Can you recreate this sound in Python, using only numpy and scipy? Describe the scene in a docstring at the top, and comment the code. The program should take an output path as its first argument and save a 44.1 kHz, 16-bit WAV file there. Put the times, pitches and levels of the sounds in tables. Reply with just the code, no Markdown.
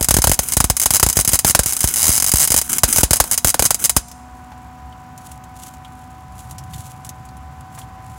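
"""A MIG welder runs a four-second bead on a steel truck frame, heard from under the truck.
The wire shorts into the pool and blows free: even frying cracks when it feeds well, loud pops when
it stubs, a hiss when the arc burns open. Each crack is a bright snap, a hollow blast and a thump.
Then the arc stops; the welder's fan hums on over the rumble of the shop, while gloves and sleeves
rustle and the torch ticks as it is moved."""
import sys
import numpy as np
from scipy import signal
from scipy.fft import rfft, irfft
from scipy.io import wavfile
from scipy.ndimage import uniform_filter1d

SR = 44100
rng = np.random.default_rng(int(sys.argv[2]) if len(sys.argv) > 2 else 0)


def log_audio(samples):
    """Write samples as a 16-bit WAV file to the path given in sys.argv[1]."""
    # one column per channel
    frames = np.atleast_2d(samples).T
    # limit to full scale, then quantise
    limited = np.clip(frames, -1, 1)
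    pcm = np.round(limited * 32767).astype(np.int16)
    wavfile.write(sys.argv[1], SR, pcm)


N = 360738
T = np.arange(N) / SR

# colour of the hollows of the frame: f/Hz, level/dB
HOLLOWS = [(100, -1.5), (250, 1), (400, -3), (520, -5.5), (700, -14.5), (880, -4.5), (1200, -9.5),
           (1500, 0), (1900, -8.5), (2800, -10), (5000, -6.5), (10000, -41)]


def amp(db):
    """Decibels to gain."""
    return 10 ** (np.asarray(db) / 20)


def unit_rms(x):
    """Scales to an rms of one."""
    return x / np.sqrt(np.mean(x ** 2) + 1e-20)


def curve(rows, column=1):
    """One column of a breakpoint curve, at every sample."""
    rows = np.array(rows)
    return np.interp(T, rows[:, 0], rows[:, column])


def spells(rows, attack_s, release_s):
    """Envelope of separate spells, each an attack, a hold and a release."""
    return sum(amp(db) * np.clip(np.minimum((T - s) / attack_s, (s + length - T) / release_s), 0, 1)
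               for s, length, db in rows)


def add(mix, s, sound):
    """Mixes a sound in at time s."""
    part = mix[max(round(s * SR), 0):][:len(sound)]
    part += sound[:len(part)]


def drift(hz):
    """Random wander of rms one, with changes up to about hz."""
    knots = np.linspace(0, T[-1], int(2 * hz * T[-1]) + 2)
    return unit_rms(np.interp(T, knots, rng.standard_normal(len(knots))))


def colour(x, points, resonances=(), size=8192):
    """Minimum-phase EQ of unit energy from a spectrum and its resonances."""
    hz = np.fft.rfftfreq(size, 1 / SR)
    point_hz, point_db = np.transpose(points)
    gain = amp(np.interp(np.log(hz + 1), np.log(point_hz), point_db))
    for centre, width, lift_db in resonances:
        gain *= 1 + (amp(lift_db) - 1) / (1 + (2 * (hz - centre) / width) ** 2)
    log_gain = np.log(np.r_[gain, gain[-2:0:-1]])
    taps = np.fft.ifft(np.exp(np.conj(signal.hilbert(log_gain)))).real[:size // 2]
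    return signal.oaconvolve(x, taps / np.linalg.norm(taps))[:N]


def scatter(size):
    """Dense reflections with a flat overall spectrum."""
    return unit_rms(irfft(np.exp(2j * np.pi * rng.random(size // 2 + 1)), size))


def grains(per_s, spread_db, hiss_db):
    """Tiny clicks of uneven size over a smooth hiss."""
    clicks = (rng.random(N) < per_s / SR) * rng.choice([-1, 1], N)
    sizes = amp(spread_db * np.minimum(rng.exponential(1, N), 4))
    return unit_rms(unit_rms(clicks * sizes) + amp(hiss_db) * rng.standard_normal(N))


def arc():
    """The wire shorts and blows free; snaps and sizzle ring the same steel, over blasts and thumps."""
    # separate pops of the stubbing wire: t/s, snap/dB, blast/dB, thump/dB
    pops = [(0.0097, -14.5, -21.5, -21), (0.086, -5, -16.5, -22), (0.1079, -2, -10.5, -19),
            (0.141, -4, -15.5, -18), (0.167, -4.5, -11, -18.5), (0.1865, -12.5, -20.5, -16),
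            (0.2193, -8, -30.5, -44.5), (0.2407, -2.5, -8, -19.5), (0.2714, -4.5, -11, -14.5),
            (0.2951, -9, -24, -16), (0.3157, -4, -11.5, -24.5), (0.3907, -4.5, -14, -23.5),
            (0.486, -14.5, -48.5, -59.5), (0.5685, -3, -12.5, -16.5), (0.603, -3.5, -7.5, -21),
            (0.6419, -6.5, -16, -17.5), (0.6996, -4, -12, -16.5), (0.7674, -9, -37, -56),
            (0.7984, -7.5, -40.5, -50), (0.8581, -1.5, -12, -27), (0.906, -4, -18, -26.5),
            (0.9977, -7, -19.5, -36), (1.0286, 3, -7.5, -14), (1.064, -10, -16.5, -18.5),
            (1.1283, -13.5, -39, -53), (1.1692, -3, -18, -19), (1.1898, -8, -16, -21.5),
            (1.2487, -9, -24.5, -38), (1.2765, -5, -25, -23), (1.291, -8.5, -25, -50),
            (1.3327, -3, -16, -19.5), (1.39, -6, -27, -46), (1.447, -4, -8, -23.5),
            (1.4978, -10, -26, -27.5), (1.549, 0, -4, -25.5), (1.5915, -2.5, -8.5, -16),
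            (1.6342, -13.5, -38, -57), (1.6599, -8, -33.5, -28.5), (1.7663, -13, -30.5, -52),
            (1.7915, -21, -45, -60), (1.8061, -10, -46, -55), (1.8315, -14, -50, -56.5),
            (1.8412, -5.5, -18, -16), (1.9395, -11, -46.5, -53.5), (2.0912, -6, -26.5, -18.5),
            (2.3171, -6, -32, -39.5), (2.3377, -5.5, -22, -15.5), (2.475, -6.5, -28, -43),
            (2.504, -8, -30, -25.5), (2.5188, -3.5, -18.5, -43), (2.5421, -6, -13.5, -28),
            (2.6148, -10.5, -30, -48), (2.7303, -9.5, -35, -60.5), (2.7833, -8.5, -34.5, -57.5),
            (2.8339, 3.5, -2.5, -14), (2.9268, -6, -34.5, -49), (2.9834, -4.5, -14, -23),
            (3.0069, -13, -28.5, -46.5), (3.0322, 1, -8.5, -12.5), (3.1084, -4.5, -13, -17),
            (3.1319, 1, -9, -36), (3.2011, 1, -5, -17.5), (3.24, -18, -24.5, -51.5),
            (3.3772, -6, -26.5, -43.5), (3.446, -3.5, -11, -18), (3.5427, -10.5, -12, -43.5),
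            (3.5936, -3.5, -9.5, -21), (3.6232, -6.5, -13.5, -33.5), (3.7064, -3.5, -12.5, -32),
            (3.7446, -11, -31.5, -52.5), (3.8951, -4, -23, -43), (3.9653, 0, -9, -17)]
    # colour of the snap: f/Hz, level/dB
    snap_eq = [(300, -35), (1000, -10.5), (2200, -12), (3500, -14), (4700, -9), (5700, -6), (6400, -1.5),
               (8500, -2.5), (10300, -1), (11300, -4.5), (13500, -1.5), (15800, -7.5)]
    # resonances of the gas nozzle and the steel around the arc: f/Hz, width/Hz, lift/dB
    steel_modes = [(2157, 140, 5.5), (3000, 290, 6.5), (3890, 85, 7), (4200, 93, 2.5), (4850, 63, 8),
                   (5120, 210, 6), (6295, 190, 6), (6560, 70, 0), (7310, 120, 4), (8140, 260, 5),
                   (8700, 63, 3.5), (8844, 120, 5.5), (9250, 38, 6.5), (10140, 450, 6.5), (10940, 81, 7),
                   (11830, 150, 6)]
    cracks = list(pops) + frying()
    hiss = sizzle(cracks)
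    sputter = amp(-11) * colour(hiss, HOLLOWS)
    crackle = colour(snaps(cracks) + hiss, snap_eq, steel_modes)
    return workshop(crackle + sputter + blasts(cracks)) + thumps(cracks)


def snaps(cracks, shared=0.63, front_hz=7600, near_t60=0.038, tail_t60=0.091, size=4096):
    """Each snap takes the same paths among the steel parts, altered a little as the pool moves."""
    t, out = np.arange(size) / SR, np.zeros(N)
    front, near, tail = rng.standard_normal((len(cracks) + 1, 3, size)).swapaxes(0, 1)
    # a sharp front rings the nozzle; bright near echoes follow, then a duller tail
    front = unit_rms(signal.lfilter(*signal.iirpeak(front_hz, Q=2, fs=SR), front))
    front *= amp(2) * np.exp(-t / 0.001)
    tail = signal.lfilter(*signal.butter(2, 10500, fs=SR), tail)
    bursts = front + near * amp(-60 * t / near_t60) + tail * amp(-11 - 60 * t / tail_t60)
    # the first burst gives the shared paths, levelled to favour no broad band
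    spectra = rfft(bursts)
    power = abs(spectra) ** 2
    paths = irfft(spectra[0] * np.sqrt(power.mean(axis=0) / uniform_filter1d(power[0], size=30)))
    paths *= np.minimum(2 * (1 - t / t[-1]), 1) ** 2  # the last echoes fade to nothing
    for (s, db, _, _), own in zip(cracks, bursts[1:]):
        add(out, s, amp(db) * (np.sqrt(shared) * paths + np.sqrt(1 - shared) * own))
    return out


def blasts(cracks, start_hz=1450, end_hz=420, glide_s=0.002577, knock_s=0.0033, size=4096):
    """The burst of metal vapour gives a knock that falls in pitch and echoes in the frame's hollows."""
    t, knocks, echoes = np.arange(size) / SR, np.zeros(N), np.zeros(N)
    fade = amp(-60 * t / 0.02) + amp(-19 - 60 * t / 0.14)  # short ring, quieter long tail
    for (s, _, db, _), chance in zip(cracks, rng.standard_normal((len(cracks), 2))):
        pitch, stretch = np.exp(0.13 * chance)
        hz = pitch * (end_hz + (start_hz - end_hz) * np.exp(-t / (glide_s * stretch)))
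        age = 2 * t / (knock_s * stretch)
        envelope = 2 * age * np.exp(-age)
        add(knocks, s, -amp(db + 5) * envelope * np.sin(2 * np.pi * np.cumsum(hz) / SR))
        add(echoes, s, amp(db) * rng.standard_normal(size) * fade)
    return knocks + colour(echoes, HOLLOWS)


def thumps(cracks, corner_hz=50, rise_s=0.00035, push_s=0.0044, lag_s=0.0011, size=4096):
    """Big pops push a wave of pressure; the microphone's bass cut makes it swing a few times."""
    t, out = np.arange(size) / SR, np.zeros(N)
    bass_cut = signal.butter(5, corner_hz, "high", fs=SR, output="sos")
    for (s, _, _, db), chance in zip(cracks, rng.standard_normal(len(cracks))):
        fall_s = push_s * np.exp(0.18 * chance)
        push = (1 - np.exp(-t / rise_s)) * np.exp(-t / fall_s)
        add(out, s + lag_s, -amp(db - 5) * unit_rms(signal.sosfilt(bass_cut, push)))
    return out


def frying(jitter=0.05, spread_db=0.66, fall_db=1, typical_db=-9, growth=1.65):
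    """Well-fed wire shorts at a nearly even pace, each run dying down a little; rows like the pops."""
    # runs of frying: t/s, number of cracks, rate/Hz, snap/dB
    runs = [(0.0271, 2, 57, -9.5), (0.3337, 2, 110, -13.5), (0.5231, 2, 78, -10.5), (0.816, 3, 108, -11),
            (0.937, 4, 101, -6.5), (1.0873, 2, 89, -8.5), (1.1995, 2, 102, -10), (1.344, 2, 88, -7.5),
            (1.4766, 4, 98, -9), (1.669, 6, 126, -17), (1.7231, 2, 96, -14), (1.8751, 2, 84, -10.5),
            (1.9599, 8, 119, -12.5), (2.03, 5, 81, -7), (2.104, 2, 78, -10), (2.126, 6, 109, -11),
            (2.179, 4, 47, -8), (2.264, 4, 103, -10.5), (2.358, 4, 80, -9), (2.4013, 8, 146, -9),
            (2.564, 3, 86, -6), (2.9612, 3, 90, -7.5), (3.1581, 2, 100, -12.5), (3.313, 4, 105, -10.5),
            (3.4725, 4, 102, -9), (3.6514, 2, 105, -5.5), (3.8408, 3, 134, -7)]
    cracks = []
    for start, count, rate, run_db in runs:
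        count = round(count)
        for k, (late, strong, deep) in enumerate(rng.standard_normal((count, 3))):
            s = start + (k + late * jitter) / rate
            snap_db = run_db - fall_db * ((k + 0.5) / count - 0.5) + spread_db * strong
            # blast and thump grow faster than the snap
            body_db = growth * (snap_db - typical_db + spread_db * deep)
            cracks.append((s, snap_db, body_db - 29.5, body_db - 38.5))
    return cracks


def sizzle(cracks, arc_off_s=4.02, short_s=0.003, floor_db=-43):
    """The burning arc hisses; it goes out while the wire is shorted before each crack."""
    # spells in which the arc burns open: t/s, length/s, level/dB
    open_arc = [(0.415, 0.14, -26.5), (0.915, 0.063, -22), (1.148, 0.025, -21.5), (1.305, 0.055, -22.5),
                (1.46, 0.033, -11), (1.66, 0.31, -26), (2.63, 0.052, -32.5), (2.688, 0.09, -20.5),
                (2.872, .15, -18), (3.245, .085, -33), (3.452, 0.036, -14), (3.632, .03, -15),
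                (3.785, .075, -23.5)]
    lit = 1.0 * (T < arc_off_s)
    for s, *_ in cracks:
        lit[max(round((s - short_s) * SR), 0):round(s * SR)] = 0
    flares = spells(open_arc, attack_s=0.012, release_s=0.004)  # builds up, then the wire cuts it off
    envelope = uniform_filter1d(lit, size=60) * (flares + amp(floor_db))
    flicker = amp(-2 + 3 * drift(hz=87.5))
    return envelope * flicker * grains(per_s=4000, spread_db=1, hiss_db=-7)


def workshop(x, wet_db=-26, t60=0.85, air_hz=8000, size=32768):
    """Adds a faint, late and dull return from the room beyond the truck."""
    t = np.arange(size) / SR
    tail = scatter(size) * amp(-60 * t / t60) * (1 - np.exp(-t / 0.015))
    tail = signal.lfilter(*signal.butter(2, air_hz, fs=SR), tail / np.linalg.norm(tail))
    return x + amp(wet_db) * signal.oaconvolve(x, tail)[:N]


def fan(waver=0.00082, flutter_db=0.4):
    """The welder's cooling fan: blade tones that waver slightly, in the rush of their own air."""
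    # the fan's pitch sags under the arc's load; its hum and air are ducked until the arc stops:
    # t/s, blade rate/Hz, level/dB
    running = [(0, 243, -6.5), (1.6, 249.7, -6.5), (2.7, 242.7, -4.5), (4.02, 239.2, -5.5),
               (4.17, 247.3, 0.5), (4.42, 247.9, 1.5), (5.9, 250, 1), (7.2, 250.7, 1), (8.18, 252, 2)]
    # blade tones: multiple of the blade rate, level/dB
    harmonics = [(1, -54.5), (2, -66.5), (3, -45), (4, -51), (5, -64), (6, -61)]
    # gain on the lowest tone, easing down from the end of the bead: t/s, level/dB
    low_tone_ride = [(3.8, 10), (4.15, 4.5), (5.9, 2), (6.6, -5)]
    # colour of the rushing air: f/Hz, level/dB
    air_eq = [(100, -9.5), (250, 7), (350, -1), (450, -8.5), (540, -7.5), (650, 0.5), (850, 4), (1100, 2),
              (1400, -3), (2200, -9), (4000, -19.5), (7500, -20), (9200, -33), (15500, -28)]
    cycles = np.cumsum(curve(running) * (1 + waver * drift(hz=4.5))) / SR
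    tones = []
    for k, db in harmonics:
        peak = np.sqrt(2) * amp(db + flutter_db * drift(hz=5))
        tones.append(peak * np.sin(2 * np.pi * (k * cycles + rng.random())))
    hum = amp(curve(low_tone_ride)) * tones[0] + sum(tones[1:])
    air = amp(-47) * colour(rng.standard_normal(N), air_eq)
    return amp(curve(running, column=2)) * (hum + air)


def rumble():
    """Steady low noise of the shop, and a soft low flutter that swells over it."""
    # colour of the shop's rumble: f/Hz, level/dB
    shop_eq = [(20, -35.5), (35, -32), (50, -12), (69, 6), (84, -7), (135, -11.5), (175, -9), (400, -49.5)]
    # the flutter, loudest as the torch comes back to the frame: t/s, level/dB
    flutter_ride = [(4.0, -51.5), (5.3, -45.5), (6.2, -44.5), (6.45, -40), (6.75, -33.5), (6.95, -40.5),
                    (7.6, -41.5), (8.18, -39.5)]
    # colour of the flutter: f/Hz, level/dB
    flutter_eq = [(35, -52.5), (75, 5.5), (135, 9), (200, -5), (450, -50.5)]
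    steady = amp(-43) * colour(rng.standard_normal(N), shop_eq)
    flutter = amp(curve(flutter_ride)) * colour(rng.standard_normal(N), flutter_eq)
    return steady + flutter


def handling():
    """Rustle and ticks share the cloth's bright colour; the rings sound beneath, in a short reverb."""
    # colour of the rubbing cloth: f/Hz, level/dB
    cloth_eq = [(500, -5), (1500, -10), (3000, 1.5), (5000, -1.5), (7300, 7.5), (9000, 2.5), (10000, 6.5),
                (12000, 0.5), (15500, -3.5)]
    cloth = rustle()
    clicks, rings = ticks()
    return workshop(colour(cloth + clicks, cloth_eq) + amp(-5) * rings, wet_db=-25.5, t60=0.35)


def ticks(body_hz=(800, 3200), size=8192):
    """Torch, cable and cooling weld tick; soft knocks ring low, with less treble and more body."""
    # the ticks: t/s, level/dB, ring f/Hz, time to fall 60 dB/s
    hits = [(4.083, -37.5, 6470, 0.071), (4.115, -33, 5600, 0.056), (4.518, -38, 860, 0.075),
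            (4.925, -44, 3080, 0.054), (5.178, -37.5, 7000, 0.054), (5.317, -37, 10000, 0.055),
            (5.439, -42, 7500, 0.046), (5.738, -42, 7000, 0.065), (5.848, -38, 3300, .055),
            (6.511, -35, 10200, 0.071), (6.583, -33.5, 5640, 0.075), (6.638, -43, 7000, 0.046),
            (6.735, -31, 3740, 0.047), (7.048, -32.5, 7340, 0.059), (7.066, -39, 9500, .05),
            (7.092, -28.5, 6270, 0.046), (7.253, -44, 7960, 0.057), (7.289, -42.5, 4540, .04),
            (7.369, -46, 10000, .06), (7.609, -41.5, 7300, 0.024), (7.776, -37, 960, .12),
            (7.788, -36, 9900, 0.062), (7.816, -38, 3170, 0.04)]
    t, clicks, rings = np.arange(size) / SR, np.zeros(N), np.zeros(N)
    transient = 1 + amp(7) * np.exp(-t / 0.00016)
    for s, db, hz, t60 in hits:
        fade = amp(db - 60 * t / t60)
        hardness, softness = min(hz / 6000, 1), max(1 - hz / 7500, 0)
        ring = unit_rms(signal.lfilter(*signal.iirpeak(hz, Q=7, fs=SR), scatter(size)))
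        add(clicks, s, hardness ** 2 * fade * transient * scatter(size))
        body = unit_rms(signal.lfilter(*signal.butter(1, body_hz, "band", fs=SR), scatter(size)))
        add(rings, s, fade * (ring / np.sqrt(hardness) + amp(-1) * softness * body))
    return clicks, rings


def rustle(fidget_db=-62):
    """Cloth catches and slips in clumps of grains, with faint rubbing between strokes."""
    # strokes of gloves and sleeves: t/s, length/s, level/dB
    strokes = [(5.19, 0.19, -49.5), (5.55, 0.21, -45), (5.94, 0.13, -53), (6.31, 0.24, -50),
               (6.69, 0.25, -43.5), (6.92, 0.1, -57), (7.71, 0.15, -48), (8.0, 0.22, -57.5)]
    envelope = spells(strokes, attack_s=0.081, release_s=0.058) + amp(fidget_db)
    clumps = amp(3.9 * drift(hz=75.1))
    return envelope * clumps * grains(per_s=300, spread_db=3.5, hiss_db=2.5)


def scene():
    """The arc and the handling over a bed of fan and rumble, in mono."""
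    return (arc() + fan() + rumble() + handling())[None]


def record(dry, ceiling=0.74, edge_hz=16050):
    """The loudest pops overload the microphone; a steep low-pass trims the top."""
    squashed = dry / (1 + (dry / ceiling) ** 6) ** (1 / 6)
    low_pass = signal.firwin(401, edge_hz, window=("kaiser", 8), fs=SR)
    return signal.oaconvolve(squashed, low_pass[None], "same")


dry = scene()
out = record(dry)
log_audio(out)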